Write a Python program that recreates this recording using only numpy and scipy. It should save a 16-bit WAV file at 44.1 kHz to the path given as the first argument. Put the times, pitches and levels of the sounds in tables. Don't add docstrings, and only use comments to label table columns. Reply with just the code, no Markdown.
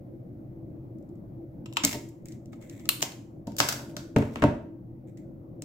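import sys
import numpy as np
from scipy import signal
from scipy.fft import rfft, irfft, next_fast_len
from scipy.io import wavfile
from scipy.ndimage import uniform_filter1d

SR = 44100
rng = np.random.default_rng(int(sys.argv[2]) if len(sys.argv) > 2 else 0)


def store_wav(level_fs):
    pcm = np.round(np.clip(np.atleast_2d(level_fs), -1, 1) * 32767)
    wavfile.write(sys.argv[1], SR, pcm.T.astype(np.int16))


N = 248724
SPREAD_DB = 1.5


def gain_of(db):
    return 10 ** (np.asarray(db) / 20)


def evened(x):
    return x / np.sqrt(np.mean(x ** 2) + 1e-20)


def read(points, hz):
    f, value = np.transpose(points)
    return np.interp(np.log(hz + 1), np.log(f + 1), value)


def add(mix, s, sound):
    part = mix[:, round(s * SR):][:, :sound.shape[1]]
    part += sound[:, :part.shape[1]]


def noise(colour, likeness, patchy_db):
    frames, hz = N // 256 + 5, np.fft.rfftfreq(1024, 1 / SR)
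    a, b, c, d, patches = rng.standard_normal((frames, 513, 5)).T
    patches = uniform_filter1d(patches, 6, 0)
    patches = evened(uniform_filter1d(patches, 12, 1))
    same = np.clip(likeness(hz), -1, 1)[:, None]
    left = a + 1j * b
    right = same * left + np.sqrt(1 - same ** 2) * (c + 1j * d)
    spectrum = np.array([left, right]) * gain_of(read(colour, hz)[:, None] + patchy_db * patches)
    return evened(signal.istft(spectrum, nperseg=1024, noverlap=768)[1][:, :N])


# frequency in Hz, relative density in dB per Hz.
AIRFLOW = [(12, -63), (20, -30.5), (49, -9.5), (76, -31.5), (93, -20), (114, -1.5), (174, -8), (217, -5.5),
           (250, -13.5), (325, -2), (398, -28.5), (517, -17), (840, -35), (987, -42), (2500, -60.5),
           (3250, -91.5), (5500, -120)]
# frequency in Hz, correlation from -1 to 1.
AIRFLOW_LIKENESS = [(60, 0.96), (180, 0.94), (550, 0.47), (1650, -0.52), (4970, -0.4), (15000, -0.1)]
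# frequency in Hz, width of one filter pass in Hz, rms level in dB before panning.
DUCT_MODES = [(122.8, 27, -46.5), (329.7, 12, -51)]


def hum():
    out = gain_of(-43) * noise(AIRFLOW, lambda hz: read(AIRFLOW_LIKENESS, hz), patchy_db=2.0)
    for hz, width, db in DUCT_MODES:
        radius = np.exp(-np.pi * width / SR)
        poles = [1, -2 * radius * np.cos(2 * np.pi * hz / SR), radius ** 2]
        once = signal.lfilter([1], poles, rng.standard_normal(N))
        twice = signal.lfilter([1], poles, once)
        out = out + gain_of(db) * evened(twice)
    return out * gain_of([[.6], [-.6]])


# frequency in Hz, relative density in dB per Hz.
HISS_COLOUR = [(1180, -31), (2000, -1), (2500, -7), (4140, -10), (6540, -12), (8620, -16), (11800, -7),
               (14100, -4), (15800, -5)]


def hiss():
    return gain_of(-77) * noise(HISS_COLOUR, lambda hz: .3 + 0 * hz, patchy_db=-0.3)


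def rattle(contact_ms, size):
    u = np.arange(size) / SR * 1000 / max(contact_ms, .3)
    shape = (1 - np.exp(-u * 6.7)) * np.exp(-u * 0.87)
    spectrum = rfft(rng.standard_normal(size) * shape)
    flattened = spectrum / (abs(spectrum) + 1e-9) ** .8
    return irfft(flattened) * shape ** .3


def causal(gain):
    cepstrum = irfft(np.log(gain + 1e-5))
    half = len(cepstrum) // 2
    cepstrum[1:half] *= 2
    cepstrum[half + 1:] = 0
    return np.exp(rfft(cepstrum))


# frequency in Hz, mean relative level in dB, 60 dB decay time in seconds.
BENCH_MODES = [(82, -2, 0.1), (126.7, 3.5, 0.062), (172.2, -3, 0.1), (199.5, -3, 0.066), (230, 2.5, .11),
               (264.4, -1, 0.19), (303.2, 1, 0.086), (353.4, -2.5, 0.032), (434, 2.5, 0.058),
               (534, 2.5, 0.023), (602, 6, 0.04), (763, -8.5, 0.02), (907, -3.5, 0.079),
               (1337, -10.5, 0.019)]


def bench_top(t):
    hz, db, t60 = np.transpose(BENCH_MODES)[:, :, None]
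    db = db + SPREAD_DB * rng.standard_normal(hz.shape)
    sense = (-1) ** np.arange(len(hz))[:, None]
    return (sense * gain_of(db - 60 * t / t60) * np.sin(2 * np.pi * hz * t)).sum(0)


BANDS = [950, 3200, 6700, 12500]


def blows(events, body, hit, crack_db, alike):
    lead_s = .001
    out, t, bins = np.zeros((2, N)), np.arange(SR // 4) / SR, np.fft.rfftfreq(4096, 1 / SR)
    hz, width, mode_db = np.transpose(body)[:, :, None]
    bands_db, pan_db, lag_ms = hit
    drive_db = read(list(zip(BANDS, bands_db)), bins)
    octaves = np.log2(np.clip(bins, BANDS[0], BANDS[-1]) / 3800)
    low_cut = (bins / (bins + 400)) ** 2 / np.sqrt(bins + 400)
    halves = np.array([[.5], [-.5]])
    ports = np.exp(-2j * np.pi * bins * (lead_s + halves * lag_ms / 1000))
    sides_db = halves * pan_db
    for s, db, bright_db, contact_ms, thud_db in events:
        weight = gain_of(mode_db + SPREAD_DB * rng.standard_normal(hz.shape))
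        peaks = (weight ** 2 / (1 + (2 * (bins - hz) / width) ** 2)).sum(0)
        struck = np.sqrt(peaks + gain_of(crack_db) ** 2)
        colour = gain_of(drive_db + bright_db * octaves) * low_cut
        left, other = rattle(contact_ms, size=2048), rattle(contact_ms, size=2048)
        right = alike * left + np.sqrt(1 - min(alike, 1) ** 2) * other
        click = irfft(rfft([left, right], 4096) * causal(struck * colour) * ports)
        push = np.clip(t[:800] * 1000 / (0.3294 * max(contact_ms, .3)), 0, 1)
        knock = np.sin(np.pi * push) ** 2 / max(contact_ms, .3)
        knock = knock + 0.059 * left[:800] / abs(left).max()
        thud = signal.fftconvolve(bench_top(t), knock)
        add(out, s - lead_s, gain_of(db + sides_db) * click / abs(click).max())
        add(out, s, gain_of(db + thud_db + np.array([[.7], [-.7]])) * thud / abs(thud).max())
    return out


TOOL_BLOWS = [(.985, -65, 7, 1.9, -30), (1.025, -70, 3, 3.3, -30), (1.09, -70, 1, 3, -26),
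              (1.155, -71, 1.5, 3, -23), (1.835, -17, -3.1, 13, -33), (1.849, -8, 5, 1.75, -23),
              (1.928, -24.5, -4.3, 1.9, -17.5), (2.087, -50.5, 8, 5, -23.5), (2.257, -42, 7, 1.75, -22),
              (2.284, -44, 3, 4.7, -24), (2.321, -46, 1.2, 4, -23), (2.458, -54.5, 1.5, 1.9, -22.5),
              (2.53, -45.5, -9.5, 7.3, -26), (2.614, -54.5, -4, 3.5, -8.5),
              (2.624, -52.5, -4.5, 6.8, -17.5), (2.697, -38.5, -0.2, 1.9, -25.5),
              (2.796, -47, -3.8, 3.4, -19), (2.855, -42.5, -4.5, 2.6, -25.5), (5.172, -55, 1, 4.6, -23),
              (5.621, -32, 1.5, 2.45, -14)]
TOOL_MODES = [(830, 270, 0.5), (1263, 44, 5), (2160, 120, 6), (2840, 290, -1.5), (3970, 730, -11.5),
              (5910, 2700, 2.5), (7360, 1100, 2), (12300, 1500, -5), (14700, 400, 2)]
TOOL_HIT = ((-6, -1.9, -3.5, -4), 1.1, .12)


def clicks():
    return blows(TOOL_BLOWS, TOOL_MODES, TOOL_HIT, crack_db=-11, alike=0.45)


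LATCH_BLOWS = [(1.658, -40.5, -1.2, 4.9, -31.5), (1.726, -41, 0, 2.2, -34), (1.734, -46.5, 9, 3.5, -27.5),
               (1.76, -45.5, -.5, 4, -32.5), (1.769, -12, -1.8, 3.7, -27.5)]
COCKED_MODES = [(970, 90, 23.5), (1270, 77, 14), (2050, 300, -36), (2760, 290, 7), (3790, 350, -1.5),
                (5440, 270, 2), (7400, 430, 6), (12830, 1600, -0.5)]
COCKED_HIT = ((-17.5, -0.5, -9, -13.5), 1.1, 0.17)


def latch():
    return blows(LATCH_BLOWS, COCKED_MODES, COCKED_HIT, crack_db=-12, alike=0.46)


def level_of(strokes, shape):
    (rise_s, droop_db, release_db), level = shape, np.zeros(N)
    for start, hold, db in strokes:
        t = np.arange(N) / SR - start
        fall_db = droop_db * np.clip(t, 0, hold) + release_db * np.maximum(t - hold, 0)
        level += np.clip(t / max(rise_s, .001), 0, 1) * gain_of(db - fall_db)
    return level


SHUFFLE_STROKES = [(1.835, 0.029, -26), (1.935, 0.023, -28.5), (3.467, 0.018, -28.5), (3.525, .03, -50.5),
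                   (3.61, 0.35, -40), (3.962, 0.0072, -36)]
SHUFFLE_ENVELOPE = (0.01103, 20, 940)


def shuffle():
    unevenness = evened(uniform_filter1d(rng.standard_normal(N), 300))
    pushes = rng.standard_normal(N) * gain_of(4 * unevenness)
    top = np.convolve(bench_top(np.arange(SR // 4) / SR), np.hanning(60))
    rumble = evened(signal.oaconvolve(pushes, top)[:N])
    return rumble * level_of(SHUFFLE_STROKES, SHUFFLE_ENVELOPE) * gain_of([[.7], [-.7]])


def friction(level, colour, grain_db, grain):
    slips = gain_of(grain_db * evened(uniform_filter1d(rng.standard_normal(N), grain)))
    return noise(colour, lambda hz: 0.27 + 0 * hz, patchy_db=2.0) * level * evened(slips)


JITTER_STROKES = [(1.85, 0.1, -40.5), (3.635, 0.093, -47), (3.88, .025, -59.5), (4.19, 0.13, -64),
                  (4.31, 0.09, -63)]
JITTER_ENVELOPE = (0.027, 28, 580)
# frequency in Hz, relative density in dB per Hz.
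LOOSE_COLOUR = [(410, -34.5), (700, -2), (1110, -4), (1630, -6), (2040, 0), (3020, -6.5), (6660, -10.5),
                (10200, -14.5), (13900, -12), (15700, -12), (16300, -26)]


def jitter():
    return friction(level_of(JITTER_STROKES, JITTER_ENVELOPE), LOOSE_COLOUR, grain_db=5, grain=90)


RUB_STROKES = [(2.252, .09, -66), (2.52, 0.0086, -67), (2.606, 0.069, -64), (2.692, .05, -62),
               (2.76, .11, -64.5), (5.07, 0.027, -73.5), (5.17, 0.0055, -66)]
RUB_ENVELOPE = (0.0053, 41, 310)
# frequency in Hz, relative density in dB per Hz.
RUB_COLOUR = [(410, -33), (700, -6), (948, -5.5), (1390, -9.5), (1690, -3), (2120, 3.5), (2900, -13),
              (3680, -8), (4610, -23), (7500, -7.5), (9260, -19.5), (11900, -16), (15300, -14),
              (16300, -17.5)]


def rubs():
    return friction(level_of(RUB_STROKES, RUB_ENVELOPE), RUB_COLOUR, grain_db=3.5, grain=150)


SNAP_BLOWS = [(2.89, -6.5, 2, 3, -30.5), (3.006, -33, -2.5, 4.5, -31.5), (3.119, -40, -3.8, 3.5, -33)]
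BARREL_MODES = [(1200, 310, 3.5), (2830, 400, 5), (4300, 670, 7), (5440, 400, -8.5), (6980, 460, 3),
                (8510, 500, 2), (10210, 700, 1.5), (13100, 790, -4), (13600, 810, -2)]
BARREL_HIT = ((-4, 0, -6, 3), 2.1, 0.046)


def snap():
    return blows(SNAP_BLOWS, BARREL_MODES, BARREL_HIT, crack_db=-30.5, alike=0.2)


REBOUND_BLOWS = [(3.018, -23.5, 4.5, 15, -21), (3.0265, -9.5, -1.5, 0.9, -19.5)]
STOP_MODES = [(704, 480, 11.5), (1320, 170, -46.5), (2880, 940, 2), (6660, 2200, 1.5), (13640, 2400, 1.5)]
STOP_HIT = ((-4.5, 1, -1.9, -6.5), 0.37, .057)


def rebound():
    return blows(REBOUND_BLOWS, STOP_MODES, STOP_HIT, crack_db=-18.5, alike=0.266)


CLATTER_BLOWS = [(3.47, -42.5, -1.8, 4.8, -24), (3.519, -47.5, -3.5, 3, -19), (3.566, -33, 4.2, 2.4, -12),
                 (3.583, -22, 1.5, 12, -20), (3.602, -4.5, -4, 1.6, -17), (3.687, -15, -0.2, 4.6, -20),
                 (3.724, -23, -1.5, 4.8, -14.5), (3.792, -36, -11, 6.8, -12),
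                 (3.966, -26.5, -2.5, 2.9, -36)]
LAID_MODES = [(586, 120, 11.5), (1466, 180, 9.5), (2700, 200, -35), (3660, 170, -2), (4754, 180, 9),
              (5850, 1250, 11.5), (7170, 890, 7), (12180, 400, -12), (14700, 1000, -7)]
LAID_HIT = ((-2.4, 0, -8, 4.25), 2.7, 0.157)


def clatter():
    return blows(CLATTER_BLOWS, LAID_MODES, LAID_HIT, crack_db=-5, alike=.4)


THUMP_BLOWS = [(4.1615, -13.5, -8, 5.5, 8), (4.184, -36, 0, 3.8, 20), (4.222, -27, -8.5, 3.7, 6.5),
               (4.358, -23, -7.5, 1.6, -8), (4.37, -40, -6.5, 5.3, 13.5), (4.421, -14, -10, 6.4, 3),
               (4.4385, -13.5, -8.5, 1.9, 8.5), (4.461, -43.5, -9.6, 8.2, 14)]
HEAVY_MODES = [(920, 360, -1), (1567, 300, 0.5), (2090, 1220, 0), (2620, 800, 7), (5000, 2590, -10),
               (12600, 4900, 2.5)]
HEAVY_HIT = ((3.5, -2, 1.5, -1), 1.43, 0.15)


def thumps():
    return blows(THUMP_BLOWS, HEAVY_MODES, HEAVY_HIT, crack_db=-3.5, alike=0.19)


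# frequency in Hz, correlation.
ECHO_LIKENESS = [(150, 1), (500, 0.83), (1200, 0.067), (4000, 0.24), (12000, 0.11)]
# frequency in Hz, relative level in dB.
WALL_COLOUR = [(300, 0.86), (1500, 0.15), (4000, 1.57), (9000, -2), (15000, -1.5)]
# frequency in Hz, 60 dB decay time in seconds.
ROOM_DECAY = [(150, .45), (500, 0.47), (1500, 0.43), (4000, 0.37), (9000, 0.41), (15000, 0.37)]


def room(x):
    taps = np.zeros((2, SR))
    at = np.arange(200, SR - 20, 20) + rng.integers(0, 20, (2, (SR - 201) // 20))
    np.put_along_axis(taps, at, rng.choice([-1., 1.], at.shape), 1)
    hz, t, (a, b) = signal.stft(taps, SR, nperseg=256)
    same = np.clip(read(ECHO_LIKENESS, hz), -1, 1)[:, None]
    pair = np.array([a, same * a + np.sqrt(1 - same ** 2) * b])
    pair = pair * gain_of(read(WALL_COLOUR, hz))[:, None]
    decay = gain_of(-60 * (t / read(ROOM_DECAY, hz)[:, None]) ** 0.93)
    tail = signal.istft(pair * decay, SR, nperseg=256)[1]
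    return signal.fftconvolve(x[:1], tail / np.linalg.norm(tail[0]), axes=1)[:, :N]


def scene():
    hand = latch() + clicks() + snap() + rebound() + rubs() + jitter()
    laid = clatter() + shuffle()
    heavy = thumps()
    echo = room(gain_of(-9.5) * hand + gain_of(-5.5) * laid + gain_of(-6.0) * heavy)
    return hand + laid + heavy + echo + hum()


def excess(power_db, limit_db, recover_db):
    fall = np.arange(N) * recover_db / SR
    return np.maximum(np.maximum.accumulate(power_db + fall) - fall - limit_db, 0)


# frequency in Hz, gain in dB.
MIC_RESPONSE = [(25, -3), (70, -1.5), (150, -1.08), (5000, 7), (7500, 11), (10000, 6), (14000, 6.5)]


def record(dry):
    size = next_fast_len(N + 8192)
    response = gain_of(read(MIC_RESPONSE, np.fft.rfftfreq(size, 1 / SR)))
    heard = irfft(rfft(dry, size) * response, size)[:, :N] + hiss()
    power = abs(uniform_filter1d((heard ** 2).mean(0), 200))
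    power_db = 10 * np.log10(power + 1e-12)
    quick_db = 0.05 * excess(power_db, limit_db=-1.5, recover_db=121.0)
    slow_db = 0.096 * excess(power_db, limit_db=-45.5, recover_db=16)
    cut_db = uniform_filter1d(quick_db + slow_db, 150, origin=60)
    ducked = heard / gain_of(cut_db)
    low_pass = signal.firwin(601, 15850, window=("kaiser", 9), fs=SR)
    return signal.oaconvolve(ducked, low_pass[None], "same")


dry = scene()
out = record(dry)
store_wav(out)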